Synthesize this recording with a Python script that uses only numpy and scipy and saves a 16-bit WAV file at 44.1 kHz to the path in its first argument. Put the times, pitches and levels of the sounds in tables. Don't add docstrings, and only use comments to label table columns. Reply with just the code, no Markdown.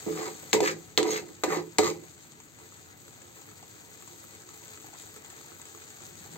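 import sys
import numpy as np
from scipy import signal
from scipy.fft import rfft, irfft, next_fast_len
from scipy.io import wavfile
from scipy.ndimage import uniform_filter1d

SR = 44100
rng = np.random.default_rng(int(sys.argv[2]) if len(sys.argv) > 2 else 0)


def digitize_waveform(pressure):
    field = np.atleast_2d(pressure).T
    bounded = np.clip(field, -1, 1)
    quanta = np.round(bounded * 32767).astype(np.int16)
    wavfile.write(sys.argv[1], SR, quanta)


N = 280917
TIME = np.arange(N) / SR
PORT_LAG_S = 0.00012
GRIND_PER_S, GRIND_SPREAD_DB = 1500, 2.4

# (full pressure [s], lift [s], relative grind into pan [dB], grind lean [dB/octave],
# relative rasp [dB], rasp brightness [dB], rasp swell [dB/s], rasp fall [dB/s])
STROKE_TABLE = [(0.205, 0.27, -42, 0.5, -37, -4.5, 190, 334),
                (0.659, 0.682, -36.5, -5, -34.5, 6.5, 209, 354),
                (1.108, 1.177, -40.5, -3.5, -39, 8, 200, 503),
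                (1.521, 1.561, -34, -0.5, -31, -2.5, 265, 372), (1.836, 1.881, -35, -6, -32, 0.5, 146, 349)]


def undb(db):
    return 10 ** (np.asarray(db) / 20)


def unit(x):
    return x / np.sqrt(np.mean(x ** 2))


def level_curve(table):
    s, level_db = np.transpose(table)
    return np.interp(TIME, s, level_db)


def colour(x, points, size=2048):
    hz, db = np.transpose(points)
    grid_hz = np.maximum(np.arange(size // 2 + 1) * SR / size, 1)
    log_gain = np.interp(np.log(grid_hz), np.log(hz), db) * np.log(10) / 20
    cepstrum = irfft(log_gain)
    cepstrum[1:size // 2] *= 2
    cepstrum[size // 2 + 1:] = 0
    response = irfft(np.exp(rfft(cepstrum)))
    filtered = signal.fftconvolve(np.atleast_2d(x), response[None], axes=1)
    return filtered[:, :N].reshape(np.shape(x))


def tilt(x, db, pivot_hz):
    low = signal.lfilter(*signal.butter(1, pivot_hz, fs=SR), x)
    return low * undb(-db) + (x - low) * undb(db)


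def walk(rate_hz):
    hold = int(SR / rate_hz)
    steps = np.repeat(rng.standard_normal(N // hold + 1), hold)
    return unit(uniform_filter1d(uniform_filter1d(steps, hold), hold)[:N])


def grains(rate_per_s, spread_db):
    there = rng.random(N) < rate_per_s / SR
    size = np.minimum(rng.exponential(size=N), 4.5)
    return unit(there * rng.standard_normal(N) * undb(spread_db * size))


def particles(sizes, flicker_hz):
    out = 0
    for low_hz, high_hz, rate_per_s, spread_db, flicker_db in sizes:
        band = signal.butter(2, [low_hz, high_hz], "bandpass", fs=SR, output="sos")
        clicks = grains(rate_per_s, spread_db) * undb(flicker_db * walk(flicker_hz))
        out = out + signal.sosfilt(band, clicks)
    return out


def bursts(times_s, peak_db, hz, cycles, noisy, tail_s):
    out, t = np.zeros(N + 4096), np.arange(2048) / SR
    noisy, cycles = np.broadcast_to(noisy, len(times_s)), np.broadcast_to(cycles, len(times_s))
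    noises = rng.standard_normal((len(times_s), 2048))
    for s, db, f, turns, share, noise in zip(times_s, peak_db, hz, cycles, noisy, noises):
        age = t * f / turns
        ring = np.sin(2 * np.pi * f * t) * age * np.exp(1 - age)
        splash = share * noise * np.minimum(age, 1) * np.exp(-t / tail_s)
        out[int(s * SR):][:2048] += undb(db) * (ring + splash)
    return out[:N]


def ports(x, balance_db=0., lag_s=PORT_LAG_S):
    # (frequency [Hz], left minus right [dB])
    port_balance = [(100, -7.5), (200, 18.5), (380, -13.5), (700, 2.5), (1290, 4), (2400, 4.5), (4400, 1.5),
                    (8100, 5.5), (15000, 1)]
    size = next_fast_len(N)
    delay = np.exp(-2j * np.pi * np.fft.rfftfreq(size, 1 / SR) * lag_s)
    late = irfft(rfft(x, size) * delay, size)[:N]
    left = colour(x, [(f, db / 2) for f, db in port_balance])
    right = colour(late, [(f, -db / 2) for f, db in port_balance])
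    return np.array([left * undb(balance_db / 2), right * undb(-balance_db / 2)])


def pops(simmer_db):
    # (time [s], relative snap [dB], relative plop [dB], plop pitch [Hz])
    loud_pops = [(2.0373, -42, -53, 506), (2.1772, -44, -74, 517), (2.401, -38.5, -48, 937),
                 (2.587, -54, -51, 880), (2.722, -45, -52, 1250), (3.369, -46, -50, 970),
                 (3.514, -44, -49, 1250), (3.649, -47, -54, 800), (3.712, -44, -68, 800),
                 (4.241, -53, -47.5, 1300), (4.434, -53, -51, 1540), (4.535, -50, -54, 1260),
                 (4.885, -48, -49, 756), (4.947, -46, -47, 1000), (4.955, -48, -49, 1300),
                 (4.967, -50, -55, 890), (3.635, -44, -49, 1110), (5.006, -51, -53, 2030),
                 (5.09, -40, -53, 870), (5.141, -45, -54, 1280), (5.247, -38, -51, 865),
                 (5.328, -43, -49, 790), (5.518, -50, -44.5, 1290), (6.007, -53, -51, 1280),
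                 (6.035, -52, -51, 970), (6.068, -56, -55, 600), (6.26, -48, -47.5, 815),
                 (2.6002, -45, -49, 950), (3.08, -40, -50, 1320), (3.2181, -38, -58, 1650),
                 (3.417, -41, -53, 900), (3.4898, -44, -52, 1280), (3.6277, -41, -46, 765),
                 (4.0233, -39, -53, 1200), (4.0759, -38, -48, 990), (4.35, -39, -53.5, 516),
                 (4.4895, -39, -51, 1230), (4.6798, -38, -64, 810), (4.7743, -40, -45.5, 1330),
                 (4.8, -37, -56, 1300), (4.8434, -51, -44.5, 790), (4.8679, -38.5, -60, 510),
                 (4.931, -48, -45.5, 850), (4.9366, -40, -48, 700), (4.9851, -47, -61, 1320),
                 (5.0727, -39, -67, 875), (5.1625, -37, -47, 1310), (5.301, -35, -71, 1310),
                 (5.38, -53, -55, 1090), (5.41, -49, -49, 1290), (5.446, -49, -48, 880),
                 (5.598, -53, -46.5, 1000), (5.748, -43, -44, 1250), (5.6149, -35, -65, 797),
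                 (5.6534, -36, -70, 501), (5.7748, -41, -54, 725), (5.903, -37, -61, 764),
                 (6.02, -40, -65, 794), (6.335, -38, -64, 795)]
    small_per_s, small_spread_db = 70, 1.8
    small_snap_db, small_plop_db = 2.5, -13
    plop_low_hz, plop_high_hz = 490, 1850
    snap_hz, snap_spread = 7580, 0.063

    when, size, low, pitch = rng.random((int(small_per_s * N / SR), 4)).T
    small_db = simmer_db[(when * N).astype(int)] - small_spread_db * np.log(1 - .93 * size)
    small_hz = plop_low_hz * (plop_high_hz / plop_low_hz) ** pitch
    small = [when * N / SR, small_db + small_snap_db, small_db + small_plop_db - 8 * low, small_hz]
    s, snap_db, plop_db, plop_hz = np.concatenate([np.transpose(loud_pops), small], axis=1)
    hz = snap_hz * (1 + snap_spread * rng.standard_normal(len(s)))
    snaps = bursts(s, snap_db, hz, 4.1, 0.89, 0.008) * undb(-6.5)
    plops = bursts(s, plop_db, plop_hz, 1.22, .3, 0.0055)
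    return snaps, plops


def paste():
    # (time [s], level [dB])
    simmer = [(0.0, -47), (0.5, -51), (0.8, -56), (2.05, -57.5), (2.64, -56), (4.45, -53.5), (5.18, -51.5),
              (6.37, -51.5)]
    # (lowest [Hz], highest [Hz], bursts [1/s], size spread [dB], flicker [dB])
    bubble_sizes = [(100, 1000, 800, 2.2, 1.2), (1000, 3000, 1400, 2.5, 1.2), (3000, 9500, 2500, 3.0, 1.8),
                    (9500, 18000, 2200, 3.3, 1.8)]
    # (frequency [Hz], gain [dB])
    fizz = [(200, -20), (400, -18), (780, -1), (1050, -7.5), (1300, 0), (2050, -4), (2800, -8.5),
            (4600, -3.5), (7500, -3.5), (13000, 4.5)]
    drum_per_s, drum_spread_db = 1500, 2.2

    simmer_db = level_curve(simmer)
    boil = undb(simmer_db + .9 * walk(45) + .5 * walk(5))
    air = 0
    for lag_s in (.00018, .00027):
        side = colour(particles(bubble_sizes, 40) * boil, fizz) * undb(3.0)
        air = air + ports(side, 0., lag_s)
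    snaps, plops = pops(simmer_db)
    drumming = grains(drum_per_s, drum_spread_db) * boil * undb(-39.0)
    plop_push = np.abs(plops) * undb(-33.5)
    return air + ports(snaps + plops), drumming + plop_push


def soft_pushes(hz):
    # (time [s], relative push [dB], favoured pitch [Hz])
    push_table = [(.064, -32, 330), (.073, -24, 215), (.087, -29, 440), (.105, -28.5, 416),
                  (0.116, -45, 320), (.16, -41, 440), (.189, -34, 480), (.228, -37, 430), (.251, -35, 440),
                  (.282, -35.5, 435), (.537, -31, 435), (.546, -23, 440), (.558, -17.5, 363),
                  (0.568, -24, 395), (.583, -25, 430), (.604, -21, 695), (.618, -16, 403), (.628, -19, 435),
                  (.642, -23.5, 328), (.727, -35.5, 398), (.984, -28, 440), (.992, -19.5, 435),
                  (1.002, -27, 446), (1.024, -21, 338), (1.015, -23, 332), (1.046, -31, 328),
                  (1.075, -29, 435), (1.098, -27, 435), (1.123, -27, 437), (1.135, -32, 435),
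                  (1.158, -32.5, 435), (1.191, -33, 435), (1.478, -21.5, 352), (1.502, -28, 410),
                  (1.52, -23.5, 423), (1.53, -29, 396.3), (1.57, -23, 346), (1.607, -40, 338),
                  (1.671, -36.5, 350), (1.791, -17, 416), (1.8, -33, 90), (1.803, -25, 435),
                  (1.824, -27, 400), (1.844, -24, 427), (1.889, -28.5, 436), (1.927, -32.5, 360),
                  (1.998, -44, 363), (2.021, -41.5, 335), (6.12, -35, 165), (6.2, -35, 165),
                  (6.315, -33, 165), (6.34, -31, 166)]
    push_s, loss_db_per_octave = 0.0009, 30.5
    s, db, pitch_hz = np.transpose(push_table)
    force = np.zeros(N)
    force[(s * SR).astype(int)] = undb(db - loss_db_per_octave * np.abs(np.log2(hz / pitch_hz)))
    push = signal.windows.hann(int(push_s * SR))
    return np.convolve(force, push / push.sum())[:N]


def pan(force, lean_db_per_octave):
    # (frequency [Hz], gain [dB], full t60 [s], left minus right [dB])
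    pan_modes = [(91.6, -23.5, .3, 4), (163.7, -20, 0.55, 0.5), (217.5, -16, 0.14, 9),
                 (317.2, -9, 0.3, 12.5), (308.5, -4, 0.091, -14), (350.7, -6.5, 0.25, -15.5),
                 (398.6, -2.5, 0.071, 7), (436.2, 3, 0.17, -2.5), (438, -2.5, 0.087, -3),
                 (470, -6, 0.065, -18.5), (528, -6.5, 0.14, 1.5), (602, -8.5, 0.054, 18.5),
                 (755, -6, 0.099, 4), (827, -3.5, 0.049, 1), (946, 1, 0.046, 1), (1006, -3.5, 0.038, 8.5),
                 (1249, -5, 0.033, 8), (1214, -15, 0.02, 21), (1410, -38, 0.013, 8), (1770, -23.5, 0.23, 2),
                 (2038, -6, 0.04, -11.5), (2410, -7, 0.0065, -21.5)]
    pushed_ring, pushed_db = 0.46, 2.5

    out = np.zeros((2, N))
    for k, (hz, db, t60_s, balance_db) in enumerate(pan_modes):
        pole = np.exp(2j * np.pi * hz / SR - np.log(1000) / (t60_s * SR))
        octaves = np.clip(np.log2(hz / 380), -1, 1)
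        share = undb(lean_db_per_octave * octaves + 2.2 * walk(20))
        struck = signal.lfilter([1], [1, -pole], force * share)
        short_pole = pole * np.abs(pole) ** (1 / pushed_ring - 1)
        pushed = signal.lfilter([1], [1, -short_pole], soft_pushes(hz)) * undb(pushed_db)
        ring = (struck + pushed) * (-1) ** k
        lag = np.exp(-2j * np.pi * hz * PORT_LAG_S)
        left, right = undb(balance_db / 2) * ring.imag, undb(-balance_db / 2) * (ring * lag).imag
        out += undb(db) * np.array([left, right])
    return signal.lfilter(*signal.butter(2, 80, "high", fs=SR), out)


def flame():
    # (time [s], level [dB])
    flame_level = [(0.0, -57), (2.2, -60), (6.0, -60.5), (6.37, -56)]
    # (frequency [Hz], gain [dB])
    roar = [(30, -4), (55, -8), (90, 9), (130, 6), (200, 1.5), (320, 1.5), (500, -8), (1000, -15),
            (4000, -20.5)]
    mid, side = unit(colour(rng.standard_normal((2, N)), roar))
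    gain = undb(level_curve(flame_level) + 2.0 + 0.32 * walk(26.0))
    return gain * np.array([0.87 * (mid + 0.91 * side), mid - 0.25 * side])


def kitchen(x):
    t60_s, tail_db = 0.17, -6.5
    t = np.arange(SR // 2) / SR
    decay = np.exp(-np.log(1000) * t / t60_s) * (t > .0015)
    tail = rng.standard_normal((2, len(t))) * decay
    tail = signal.lfilter(*signal.butter(1, 900, "high", fs=SR), tail)
    tail /= np.sqrt(np.sum(tail ** 2, axis=1, keepdims=True))
    return undb(tail_db) * signal.fftconvolve(x, tail, axes=1)[:, :N]


def pressure(swell_db_s, fall_db_s, peak_db):
    full_s, lift_s = np.transpose(STROKE_TABLE)[:2, :, None]
    rise_db = swell_db_s * np.maximum(full_s - TIME, 0)
    fall_db = fall_db_s * np.maximum(TIME - lift_s, 0)
    return undb(peak_db[:, None] - rise_db - fall_db)


def bowl(x):
    # (frequency [Hz], width [Hz], relative level [dB])
    bowl_modes = [(1207, 47, 5), (3880, 140, -6), (4500, 400, -18.5), (5640, 89, -11), (6530, 23, 6.5),
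                  (7200, 51, 0.5), (7380, 130, 8.5), (7950, 91, -10.5)]
    ring = 0
    for hz, width_hz, db in bowl_modes:
        grip = undb(db + 4.5 * walk(11.4))
        ring = ring + grip * signal.lfilter(*signal.iirpeak(hz, hz / width_hz, fs=SR), x)
    return x + undb(-10) * unit(ring)


def sliding(hz):
    low = signal.butter(2, 175 / 2, fs=SR)
    a, b = (signal.lfilter(*low, grains(GRIND_PER_S, GRIND_SPREAD_DB)) for _ in range(2))
    carrier = np.exp(2j * np.pi * np.cumsum(hz) / SR)
    return unit(((a + 1j * b) * carrier).real)


def spoon():
    # (first touch [s], relative crack [dB], crack pitch [Hz], crack length [cycles],
    # relative thud into pan [dB], thud lean [dB/octave], left minus right ahead of an offset [dB],
    # clatter share [0-1], relative skid into pan [dB], skid lean [dB/octave])
    knocks = [(0.062, -46, 900, 0.36, -32.5, -12, -17, 0.4, -29.5, -6),
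              (0.097, -49, 2140, 0.5, -39, -12, -5, 0.35, -38, -12.5),
              (0.427, -48, 1800, 0.43, -46, 0.5, -23.5, 0.4, -54, -3),
              (0.529, -3.5, 3740, 0.26, -31, 6.5, 7, 0.22, -25, 0.5),
              (0.602, -17.5, 780, 0.72, -27.5, 0, 1.5, 0.83, -30, 1.5),
              (0.974, -1.5, 3820, 0.6, -25.5, .6, -3, 0, -24.5, 2),
              (1.028, -20, 2950, 0.22, -59, 7, -3, 0.66, -30, -1),
              (1.287, -45.5, 1730, .4, -61, -1, -8, 0.8, -47, -12),
              (1.297, -53, 1500, 0.35, -50, -5, -6, 0.7, -51.5, -11),
              (1.434, -16, 1170, 0.41, -25.5, 2.5, 2, 0.42, -32, 3),
              (1.783, -8, 4150, 0.28, -18.5, -1.5, 1.5, 0.73, -25.5, 0.5),
              (6.355, -39.5, 1500, 0.35, -52.5, 7, -4, 0.9, -53, -5)]
    # (lowest [Hz], highest [Hz], slips [1/s], size spread [dB], flicker [dB])
    grit_sizes = [(202, 1190, 1800, 2.4, 2.5), (1190, 2800, 2200, 3.0, 3.0), (2800, 6000, 2500, 3.2, 2.8),
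                  (6000, 16000, 3000, 3.2, 2.2)]
    # (frequency [Hz], gain [dB])
    rasp_colour = [(300, -12), (700, -6), (1300, -1.5), (2000, 1), (2900, -6.5), (3800, -5), (5000, 3),
                   (7000, -7), (13000, -1.5)]
    # (centre at full pressure [Hz], centre at lift [Hz], level over the rasp drive [dB])
    scrape = [(1100, 1100, -8.5, 2200, 2000, -21, 500, 480, -12),
              (1720, 1650, -5.5, 2300, 2350, -11, 10000, 7200, -9),
              (2065, 2100, -4, 3800, 2800, -10, 8200, 6750, -15),
              (1248, 870, -5, 1900, 1850, -9.5, 1000, 1100, -6.5),
              (1220, 1000, -5, 1900, 2200, -12.5, 8200, 7000, -14)]
    contact_s = .0017
    skid_rise_s, skid_fall_db_s = 0.011, 196
    skid_rasp_db, skid_rasp_fall_db_s, skid_bright_db = -11.5, 852, 0.84
    grind_swell_db_s, grind_fall_db_s = 84, 182
    settle_s = 0.09
    lifted_lean = -4.5
    thump_hz, thump_db = 70, 18

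    (s, crack_db, crack_hz, cycles, thud_db, thud_lean,
     balance_db, clatter, skid_db, skid_lean) = np.transpose(knocks)
    (full_s, lift_s, grind_db, grind_lean,
     rasp_db, bright_db, swell_db_s, fall_db_s) = np.transpose(STROKE_TABLE)

    last = np.clip(np.searchsorted(s, TIME) - 1, 0, None)
    since = TIME - s[last] - contact_s
    skid = np.clip(since / skid_rise_s, 0, 1) * undb(skid_db[last] - skid_fall_db_s * since)
    skid_rasp = (since > 0) * undb(crack_db[last] + skid_rasp_db - skid_rasp_fall_db_s * since)

    down = np.array([s[s < f].max() for f in full_s])[:, None] < TIME
    drags = down * pressure(grind_swell_db_s, grind_fall_db_s, grind_db)
    drag_rasp = (down * pressure(swell_db_s[:, None], fall_db_s[:, None], rasp_db)).sum(axis=0)
    stroke = drags.argmax(axis=0)
    drag = drags.sum(axis=0)

    drag_lean = np.where(TIME > lift_s[stroke] + .03, lifted_lean, grind_lean[stroke])
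    unsettled = np.clip((full_s[stroke] - TIME) / settle_s, 0, 1)
    drag_lean = drag_lean + (lifted_lean - drag_lean) * unsettled
    lean = np.where(skid > drag, skid_lean[last], drag_lean) * (skid + drag > undb(-62))
    lean = np.where((since < contact_s) & (TIME > s[0]), thud_lean[last], lean)

    turned = np.clip((TIME - full_s[stroke]) / (lift_s - full_s)[stroke], -1, 1.5)
    bands = np.reshape(scrape, (-1, 3, 3))[stroke].T
    bright = np.where(skid_rasp > drag_rasp, skid_bright_db, bright_db[stroke])
    chatter = undb(1.3 * walk(60) + 2.0 * walk(350))
    rasp = 0
    for lag_s in (.00008, .00030):
        grit = bowl(unit(colour(particles(grit_sizes, 30.0), rasp_colour)))
        edge = tilt(grit, bright, 1700) * np.hypot(skid_rasp, drag_rasp)
        for start_hz, end_hz, db in zip(*bands):
            edge = edge + sliding(start_hz + (end_hz - start_hz) * turned) * undb(db) * drag_rasp
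        rasp = rasp + ports(edge * chatter * undb(-5.5), -2.5, lag_s)

    crack = bursts(s + contact_s, crack_db, crack_hz, np.maximum(cycles, .2), clatter, 0.0026)
    crack = signal.lfilter(*signal.butter(2, 220, "high", fs=SR), crack)
    side_db = balance_db[np.clip(np.searchsorted(s, TIME + .005) - 1, 0, None)]

    blows = np.zeros(N + SR)
    blows[((s + contact_s) * SR).astype(int)] = undb(thud_db)
    blows = np.convolve(blows, signal.windows.hann(16))[:N] * undb(-19.5)
    grind = grains(GRIND_PER_S, GRIND_SPREAD_DB) * chatter * np.hypot(skid, drag) * undb(-29.0)

    thump = signal.lfilter(*signal.butter(2, thump_hz, fs=SR), blows)
    thump = thump * undb(thump_db + np.array([[2.5], [-2.5]]))
    return ports(crack, side_db + 1.0, .00004) + rasp + thump, blows + grind, lean


def scene():
    steel, spoon_force, lean = spoon()
    bubbles, drumming = paste()
    near = steel + bubbles + pan(spoon_force + drumming, lean)
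    return near + kitchen(near) + flame()


def record(dry):
    # (frequency [Hz], gain [dB])
    overall_tone = [(20, -16), (60, -3), (110, 0.5), (4300, 2), (5200, -5), (5900, -2.5), (6500, 6),
                    (8300, 3), (8750, -13), (9200, -27), (11300, -38.5), (11700, -11), (15700, -12)]
    ceiling, top_hz = .9, 15750
    rounded = ceiling * np.tanh(colour(dry, overall_tone) / ceiling)
    return signal.sosfilt(signal.ellip(10, .2, 80, top_hz, fs=SR, output="sos"), rounded)


dry = scene()
out = record(dry)
digitize_waveform(out)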